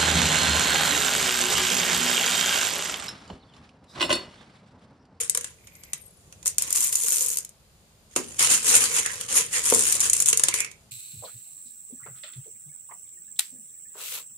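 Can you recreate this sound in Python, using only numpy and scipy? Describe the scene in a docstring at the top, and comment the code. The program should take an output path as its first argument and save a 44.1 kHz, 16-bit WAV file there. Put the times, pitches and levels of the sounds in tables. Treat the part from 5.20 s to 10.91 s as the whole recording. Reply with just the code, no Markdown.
"""Hard coffee beans, scooped from a plastic tub, are poured in short rushes on a kitchen worktop.
Random collisions, as dying noise bursts, clack the shells, rattle the walls and excite the hollow's modes.
Single beans land as brief contacts; scrapes are slips through one moving resonance; modes and thumps form
knocks at two moments, the second a cluster of three. Early on, faint wavering sines glide down as whistles.
Low noise gives handling; a small room answers, over a steady hush, through two resonant microphone ports."""
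import sys
import numpy as np
from scipy import signal
from scipy.io import wavfile
from scipy.ndimage import uniform_filter1d

SR = 44100
rng = np.random.default_rng(int(sys.argv[2]) if len(sys.argv) > 2 else 0)


def materialize(psi):
    """Save the field psi as 16-bit PCM at rate SR to the path in sys.argv[1].

    A 1-D psi becomes a single channel; in a 2-D psi each row is a channel.
    """
    bounded = np.clip(np.atleast_2d(psi).T, -1, 1)
    quanta = np.round(bounded * 32767).astype(np.int16)
    wavfile.write(sys.argv[1], SR, quanta)


N = 251811  # length in samples

# Levels in the tables are relative: resonances, room and ports act on them later.
# Rushes of sliding beans. Each row: start in seconds, rise in seconds, hold in seconds,
# shell clack level in dB, wall rattle level in dB.
BEAN_RUSHES = [(0.0, 0.00075, 0.005, -34.5, -35), (0.134, 0.0081, 0.15, -59, -56),
               (1.253, 0.0075, 0.012, -38, -66), (1.385, 0.004, 0.152, -47.5, -44),
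               (1.512, 0.051, 0.11, -33, -40), (1.686, 0.04, 0.15, -35, -44.5),
               (1.837, 0.055, 0.086, -31.5, -42), (1.996, 0.021, 0.12, -35.5, -46),
               (2.89, 0.033, 0.041, -71, -59.5), (2.954, 0.011, 0.011, -58, -39.5),
               (2.99, .04, 0.17, -57, -52.5), (3.184, 0.0091, 0.062, -32.5, -26),
               (3.285, 0.018, 0.043, -28.5, -26), (3.419, 0.067, 0.045, -28, -25),
               (3.536, 0.017, 0.0075, -25, -25), (3.595, 0.011, 0.037, -33.5, -28.5),
               (3.689, 0.079, 0.022, -35, -27.5), (3.837, .01, 0.19, -52.5, -42.5),
               (4.081, 0.037, .005, -46, -30), (4.125, 0.045, 0.014, -28, -26.5),
               (4.306, 0.036, 0.046, -37, -32), (4.427, 0.028, 0.26, -31, -33),
               (4.728, .01, 0.031, -39.5, -38), (4.793, 0.017, .04, -33, -32),
               (4.928, 0.0092, 0.083, -36.5, -38.5), (5.058, 0.015, 0.011, -28.5, -35.5),
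               (5.195, 0.037, .06, -46, -41), (5.333, 0.011, 0.038, -39, -38)]
# Single beans landing. Each row: time in seconds, contact level in dB, wall rattle relative to it in dB.
BEAN_DROPS = [(0.0964, -4.5, -37), (0.1483, -11.5, -16.5), (0.1734, -11, -18), (0.2097, -20.5, -20),
              (0.2434, -22, -10.5), (0.471, -42.5, -3.5), (0.5521, -38, -16), (0.635, -44, 0.5),
              (0.7328, -14.5, -16.5), (1.1247, -39, -6.5), (1.2277, -39, -6.5), (1.258, -11.5, -18.5),
              (1.2684, -10, -30), (1.2768, -7.5, -52), (1.3825, -4, -28.5), (1.4215, -7.5, -45),
              (1.505, -12.5, -27), (1.5265, -6.5, -36), (1.559, -6.5, -33), (1.6052, -12.5, -28),
              (1.727, -9.5, -23.5), (1.7549, -6.5, -41), (1.8348, -11.5, -28), (1.9056, -11, -35.5),
              (2.0075, -13, -23), (2.0613, -11, -36), (2.1709, -9.5, -37), (2.185, -14, -27),
              (2.2482, -23, -27), (2.2916, -33, -27), (2.9615, -11, -10.5), (3.1921, -23, -12),
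              (3.2254, -6.5, -16), (3.8605, -14.5, -11.5), (4.0106, -19.5, -12.5), (4.4997, -5.5, -29),
              (4.5468, -3, -35), (4.592, -9, -36), (4.7239, -3, -33), (4.7522, -14.5, -18),
              (4.8039, -6, -34), (4.8978, -4, -40), (4.9319, -0.5, -37), (4.9656, -9, -35.5),
              (5.0015, -5, -28), (5.022, -6, -36), (5.0589, -7.5, -23), (5.1286, -8, -10), (5.173, -4, -35),
              (5.1953, -10.5, -13.5), (5.2361, -3.5, -16.5), (5.2841, -8, -11), (5.34, -11.5, -11),
              (5.4035, -10, -19), (5.4458, -26.5, -6), (5.5136, -42, -2)]
# Spectrum of the clacking shells. Each row: frequency in Hz, relative level in dB.
SHELL_SPECTRUM = [(100, -20), (700, -79), (2000, -7), (4000, -4), (6500, -1), (9000, 6), (12000, 3),
                  (15000, -8)]
# Spectrum of the rattling container walls. Each row: frequency in Hz, relative level in dB.
WALL_SPECTRUM = [(40, -55), (150, -3), (330, -29), (750, -3), (1100, 2.5), (2200, 2), (3000, 3.5),
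                 (4300, 0), (7000, -3.5), (14000, -8)]
# Modes of the container's air and base. Each row: frequency in Hz, relative level in dB, t60 in seconds.
HOLLOW_MODES = [(416, -32, 0.15), (465.5, 13, 0.071), (533, 1, 0.065), (995, 0.5, 0.07),
                (1004.4, 2.5, 0.12)]
# How freely the hollow rings as the heap changes. Each row: time in seconds, gain in dB.
HOLLOW_GAIN = [(0, -7), (.3, -3), (.6, -19), (1.5, -7), (2.3, -1.5), (3.2, -8.5), (3.9, -5.5), (4.6, -9.5),
               (5.7, -6)]
# How openly the shells' top treble is heard. Each row: time in seconds, gain in dB.
TREBLE_GAIN = [(.2, -34), (.7, -10), (1.3, 2), (2.2, 5), (3.1, -14), (4.2, -43), (4.7, -2), (5.4, -12)]
# Beans scraping along the scoop, one sub-table a stroke.
# Each row: time in seconds, resonance in Hz, relative level in dB.
SCRAPE_STROKES = [
    [(.38, 2320, -63), (.64, 2160, -60), (.8, 2280, -59)],
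    [(3.85, 1870, -34), (3.91, 1850, -42), (3.95, 1890, -59)],
    [(4.32, 1890, -48), (4.365, 1900, -25.5), (4.42, 1900, -67)],
    [(5.27, 2170, -45), (5.35, 2230, -34.5), (5.44, 2290, -34), (5.5, 2290, -60.5)],
]
# Knocks of the container on the worktop. Each row: time in seconds, ring level in dB, thump level in dB.
CONTAINER_KNOCKS = [(2.963, -19.5, -24), (4.5241, -8.5, -30), (4.547, -29, -40), (4.561, -19.5, -45.5)]
# Modes of the knocked container. Each row: frequency in Hz, level in dB, t60 in seconds.
CONTAINER_MODES = [(220.5, -34, .08), (458.4, -4.5, 0.067), (507, -3.5, 0.031), (697, -16.5, 0.076),
                   (916, -8.5, 0.024), (1044, -26.5, 0.15), (1400, -42, 0.02)]
# Spectrum of the worktop's dull thump. Each row: frequency in Hz, relative level in dB.
THUMP_SPECTRUM = [(40, -39), (130, -16), (215, 7), (290, 8.5), (420, 8.5), (700, -5.5), (1100, -9),
                  (2500, -17.5), (8000, -16.5)]
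# Faint gliding whistles. Each row: start in seconds, length in seconds, first frequency in Hz,
# last frequency in Hz, relative level in dB.
GLIDING_WHISTLES = [(0.399, 0.55, 13300, 10750, -55.5), (0.766, 0.15, 9200, 7800, -59),
                    (0.902, 0.11, 12600, 8500, -64.5)]
# Hands shifting things about. Each row: time in seconds, rumble level in dB.
HANDLING_LEVEL = [(0, -54.5), (.95, -57.5), (1.03, -55), (1.4, -52), (1.8, -63), (2.9, -59.5),
                  (3.15, -50.5), (4.2, -52.5), (4.7, -45.5), (5.7, -58)]
# Spectrum of the handling rumble. Each row: frequency in Hz, relative level in dB.
HANDLING_SPECTRUM = [(20, -8), (50, -8), (85, 1), (150, -2), (250, -13.5), (450, -10.5), (1500, -37.5)]
# Decay of the small room. Each row: frequency in Hz, t60 in seconds.
ROOM_DECAY = [(250, 0.49), (700, 0.12), (2000, 0.28), (5000, 0.2), (12000, 0.066)]
# Resonances of the two microphone ports. 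Each row: frequency in Hz, gain in dB.
LEFT_PORT_GAIN = [(600, -2.5), (2300, -4), (4400, 0), (6000, 7.5), (7000, 7.5), (8000, 12), (9050, 16),
                  (10000, 13), (11000, 7.5), (14500, -3)]
RIGHT_PORT_GAIN = [(600, -2.5), (2300, 4), (4400, 1.5), (5500, 6.5), (6300, 13.5), (7000, 19), (8000, 8.5),
                   (9000, 3.5), (11000, -3.5), (14500, -19)]
# Spectrum of the steady background hush. Each row: frequency in Hz, relative level in dB.
HUSH_SPECTRUM = [(15, -62), (25, -18), (47, -1), (85, -4), (120, -30), (149, -4), (234, -9), (275, -59),
                 (520, -14.5), (1720, -25.5), (5130, -24), (5560, -31), (14500, -32)]

SWELL_DB = 13.5  # a rush climbs this far during its rise
SETTLE_DB_PER_S = 263  # then the heap comes to rest
# the harder the heap pushes on the wall, the more beans collide
FULL_FLOW_DB, COLLISIONS_PER_S, FEWEST_PER_S = -26, 2200, 630
PORT_LAG = 10  # samples by which the right port hears bean contacts later
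EDGE_HZ = 14900  # upper band limit
ROOM_TONE_DB = -60


def beans():
    """Forced vibration: rushes and single drops are coloured by the structures they set ringing."""
    shells, walls = flow()
    # every bean has its own pitch, and strikes the wall at a different spot
    shells = shifting(shells, depth_db=3.0, patch_s=.004, patch_hz=1400, size=128)
    walls = shifting(walls, depth_db=2.5, patch_s=.025, patch_hz=450, size=256)
    shells, walls = np.array([shells, walls]) + drops()

    clack = tint(shells, colour(SHELL_SPECTRUM))
    top_treble = colour([(7000, -24.5), (10000, -1.0), (12500, 5.5), (15000, 0.5)])
    snap = level(TREBLE_GAIN, axis=1) * tint(shells, top_treble)
    rattle = tint(walls, colour(WALL_SPECTRUM))
    # long waves reach both ports alike; the moving heap damps now one mode, now another
    boom = tint(walls.mean(0), ring(HOLLOW_MODES))
    boom = shifting(boom, depth_db=3.0, patch_s=.07, patch_hz=130, size=1024)
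    return clack + snap + rattle + level(HOLLOW_GAIN, axis=1) * boom


def flow(spread_db=4.0, shell_s=.001, wall_s=.003):
    """Granular flow: collisions snap the shells and rattle the walls a little longer."""
    power = np.array([swell(*row[:3]) for row in BEAN_RUSHES]) ** 2
    rush_power = amp(np.array(BEAN_RUSHES)[:, 3:].T) ** 2
    clack, wall = np.sqrt(rush_power @ power)  # overlapping rushes add in power
    per_s = FEWEST_PER_S + COLLISIONS_PER_S * wall / amp(FULL_FLOW_DB)
    energy = collisions(per_s, spread_db)
    return np.array([clack * bursts(energy, shell_s), wall * bursts(energy, wall_s)])


def swell(start, rise_s, hold_s):
    """Acceleration and friction: the beans of one rush speed up, run on and settle."""
    t = np.arange(N) / SR - start
    climb = SWELL_DB * np.minimum(t / max(rise_s, 1 / SR) - 1, 0)
    settling_s = np.maximum(t - rise_s - hold_s, 0)
    return (t >= 0) * amp(climb - SETTLE_DB_PER_S * settling_s)


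def collisions(per_s, spread_db):
    """Random impacts: energies at independent moments, mostly small with a few large."""
    energy = amp(spread_db * np.minimum(rng.exponential(1, N), 3)) ** 2
    struck = rng.random(N) < per_s / SR
    return energy * struck / per_s  # the rate leaves the mean power unchanged


def bursts(energy, decay_s):
    """Exponential damping: each collision starts its own short dying burst."""
    power = signal.lfilter([1], [1, -np.exp(-2 / (decay_s * SR))], energy)
    return unit(chatter(N) * np.sqrt(power))


def chatter(size, alike=0.24):
    """Partial coherence: micro-bounces share some noise, which reaches the left port first."""
    shared, left, right = rng.standard_normal((3, size))
    common = np.array([shared, np.roll(shared, PORT_LAG)])
    return np.sqrt(alike) * common + np.sqrt(1 - alike) * np.array([left, right])


def shifting(x, depth_db, patch_s, patch_hz, size):
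    """Varying modal excitation: patches of time and pitch swell and fade, alike at both ports."""
    z = signal.stft(x, SR, nperseg=size)[2]
    field = rng.standard_normal(z.shape[-2:])
    for axis, width in enumerate((patch_hz * size / SR, 2 * patch_s * SR / size)):
        field = uniform_filter1d(field, max(round(width), 1), axis)
    gain = amp(depth_db * unit(field))
    return signal.istft(z * unit(gain), SR, nperseg=size)[1][..., :N]


def drops(clack_db=5.0, wall_db=21):
    """Isolated impacts: single beans strike the same shells and walls."""
    shells, walls = np.zeros((2, 2, N))
    for s, db, wall_rel_db in BEAN_DROPS:
        add(shells, s, amp(db) * contact(snap_s=.0013, bounce_s=.005, bounce_db=-13, rise_s=.0007))
        add(walls, s, amp(db + wall_rel_db) * contact(snap_s=0.0035, bounce_s=0.0039, bounce_db=-2.5))
    return np.array([amp(clack_db) * shells, amp(wall_db) * walls])


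def contact(snap_s, bounce_s, bounce_db, rise_s=0.00058, size=1100):
    """Impact and rebound: a quick rise, a short snap and a weaker, longer run of micro-bounces."""
    t = np.arange(size) / SR
    decay = np.exp(-t / snap_s) + amp(bounce_db) * np.exp(-t / bounce_s)
    pair = chatter(size) * decay * (1 - np.exp(-t / rise_s))
    return pair / np.linalg.norm(pair, axis=1, keepdims=True)  # equal energy at each port


def scrapes(width_hz=300, db=-2):
    """Stick-slip excitation: sliding beans drive one resonance of the scoop, which moves as it empties."""
    s, hz, _ = np.concatenate(SCRAPE_STROKES).T
    track_hz = np.interp(np.arange(N) / SR, s, hz)
    turn = np.exp(2j * np.pi * np.cumsum(track_hz) / SR)
    slips = bursts(collisions(per_s=350, spread_db=4), decay_s=.001)
    # shift the moving resonance to 0 Hz, filter it there with a double pole, and shift it back
    r = np.exp(-2 * np.pi * width_hz / SR)
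    tone = (turn * signal.lfilter([1], np.poly([r, r]), slips / turn)).real
    return amp(db) * unit(tone) * sum(level(rows, axis=2) for rows in SCRAPE_STROKES)


def knocks(thump_s=0.026, lowest_hz=220, shudder_s=0.057, shudder_db=-13, shudder_low_hz=170, shudder_high_hz=460):
    """Impulse response: a knock rings the container and thumps the worktop, dying in a low shudder."""
    out, t = np.zeros((2, N)), np.arange(SR // 3) / SR
    # a small box radiates little bass
    body = signal.lfilter(*signal.butter(2, lowest_hz, "high", fs=SR), ring(CONTAINER_MODES))
    band = signal.butter(2, [shudder_low_hz, shudder_high_hz], "band", fs=SR)
    for s, ring_db, thump_db in CONTAINER_KNOCKS:
        blow = rng.standard_normal(len(t)) * np.exp(-t / thump_s)
        thump = tint(blow, colour(THUMP_SPECTRUM))[:, :len(t)]
        low_noise = unit(signal.lfilter(*band, rng.standard_normal(len(t))))
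        shudder = amp(shudder_db) * low_noise * np.exp(-t / shudder_s)
        add(out, s, amp(ring_db) * body + amp(thump_db) * (thump + shudder))
    return out


def whistles(waver_hz=110):
    """Frequency modulation: each tone flutters and fades as its wavering pitch falls ever faster."""
    out = np.zeros((2, N))
    for start, length, from_hz, to_hz, db in GLIDING_WHISTLES:
        u = np.arange(0, length, 1 / SR) / length
        slow_noise = unit(uniform_filter1d(rng.standard_normal((2, N)), size=600))
        waver, flutter = slow_noise[:, :len(u)]
        hz = from_hz + (to_hz - from_hz) * u ** 1.4 + waver_hz * waver
        tone = np.sin(2 * np.pi * np.cumsum(hz) / SR)
        fade = np.sqrt(np.sin(np.pi * u))
        add(out, start, amp(db) * flutter * fade * tone[None])
    return out


def handling():
    """Low-passed friction noise: hands shifting things about make a rumble of changing level."""
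    return level(HANDLING_LEVEL, axis=1) * hush(HANDLING_SPECTRUM)


def kitchen(x, size=15000, count=1500):
    """Reverberation: sparse reflections off worktop and walls, each band dying at its own speed."""
    taps = np.zeros((2, size))
    at = rng.integers(SR // 300, size, (2, 2 * count))
    np.put_along_axis(taps, at, rng.choice([-1., 1.], at.shape), 1)
    hz, t, z = signal.stft(taps, SR, nperseg=256)
    decay = np.exp(-np.log(1000) * t / read(ROOM_DECAY, hz)[:, None])
    tail = signal.istft(z * decay, SR, nperseg=256)[1]
    return convolve(x, tail / np.linalg.norm(tail, axis=1, keepdims=True))


def hush(points):
    """Spatial coherence: noise of the given spectrum whose bass is mostly shared by both ports."""
    shared, apart = rng.standard_normal((2, N))
    width = convolve(apart, colour([(200, -13.0), (600, -7.0), (1500, 0)]))[0]
    return unit(tint(np.array([shared + width, shared - width]), colour(points)))


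def ring(modes):
    """Modal superposition: a sum of exponentially dying sines."""
    t = np.arange(SR // 3) / SR
    return sum(amp(db) * np.exp(-np.log(1000) * t / t60) * np.sin(2 * np.pi * hz * t)
               for hz, db, t60 in modes)


def colour(points, size=2048):
    """Minimum phase: the causal impulse response with the given spectrum."""
    log_gain = np.log(amp(read(points, abs(np.fft.fftfreq(size, 1 / SR)))))
    response = np.exp(np.conj(signal.hilbert(log_gain)))
    return np.fft.ifft(response).real[:size // 2]


def tint(x, kernel):
    """Power conservation: filters without changing the power of white sound."""
    return convolve(x, kernel / np.linalg.norm(kernel))


def convolve(x, kernel):
    """Linear filtering: convolves each channel, keeping at most N samples."""
    return signal.oaconvolve(np.atleast_2d(x), np.atleast_2d(kernel), axes=1)[:, :N]


def read(points, hz):
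    """Logarithmic pitch: joins a spectrum table on a log-frequency axis."""
    f, value = np.transpose(points)
    return np.interp(np.log(hz + 1), np.log(f + 1), value)


def level(rows, axis):
    """Logarithmic level: one dB column as a gain per sample, silent outside its span."""
    rows = np.asarray(rows)
    return amp(np.interp(np.arange(N) / SR, rows[:, 0], rows[:, axis], left=-200, right=-200))


def add(mix, s, sound):
    """Linear superposition: adds a sound to both channels at time s."""
    part = mix[:, max(round(s * SR), 0):][:, :sound.shape[1]]
    part += sound[:, :part.shape[1]]


def amp(db):
    """Decibel law: level to amplitude gain."""
    return 10 ** (np.asarray(db) / 20)


def unit(x):
    """Mean power: scales to rms 1 over all channels together."""
    return x / np.sqrt(np.mean(x ** 2) + 1e-20)


def scene():
    """Superposition: beans, scrapes and knocks with their room sound, then whistles and handling."""
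    rattle = beans() + scrapes()
    bumps = knocks()
    reflections = kitchen(amp(-8.5) * rattle + amp(-9.5) * bumps)
    return rattle + bumps + reflections + whistles() + handling()


def record(dry, low_cut_hz=48):
    """Transduction: port resonances, low cut, background hush, clipping near full scale and band limit."""
    ports = convolve(dry, np.array([colour(LEFT_PORT_GAIN), colour(RIGHT_PORT_GAIN)]))
    low_cut = signal.butter(2, low_cut_hz, "high", fs=SR, output="sos")
    ports = signal.sosfilt(low_cut, ports)
    heard = np.clip(ports + amp(ROOM_TONE_DB) * hush(HUSH_SPECTRUM), -.9, .9)
    band_limit = signal.firwin(127, EDGE_HZ, window=("kaiser", 8), fs=SR)
    return signal.oaconvolve(heard, band_limit[None], "same", axes=1)


dry = scene()
out = record(dry)
materialize(out)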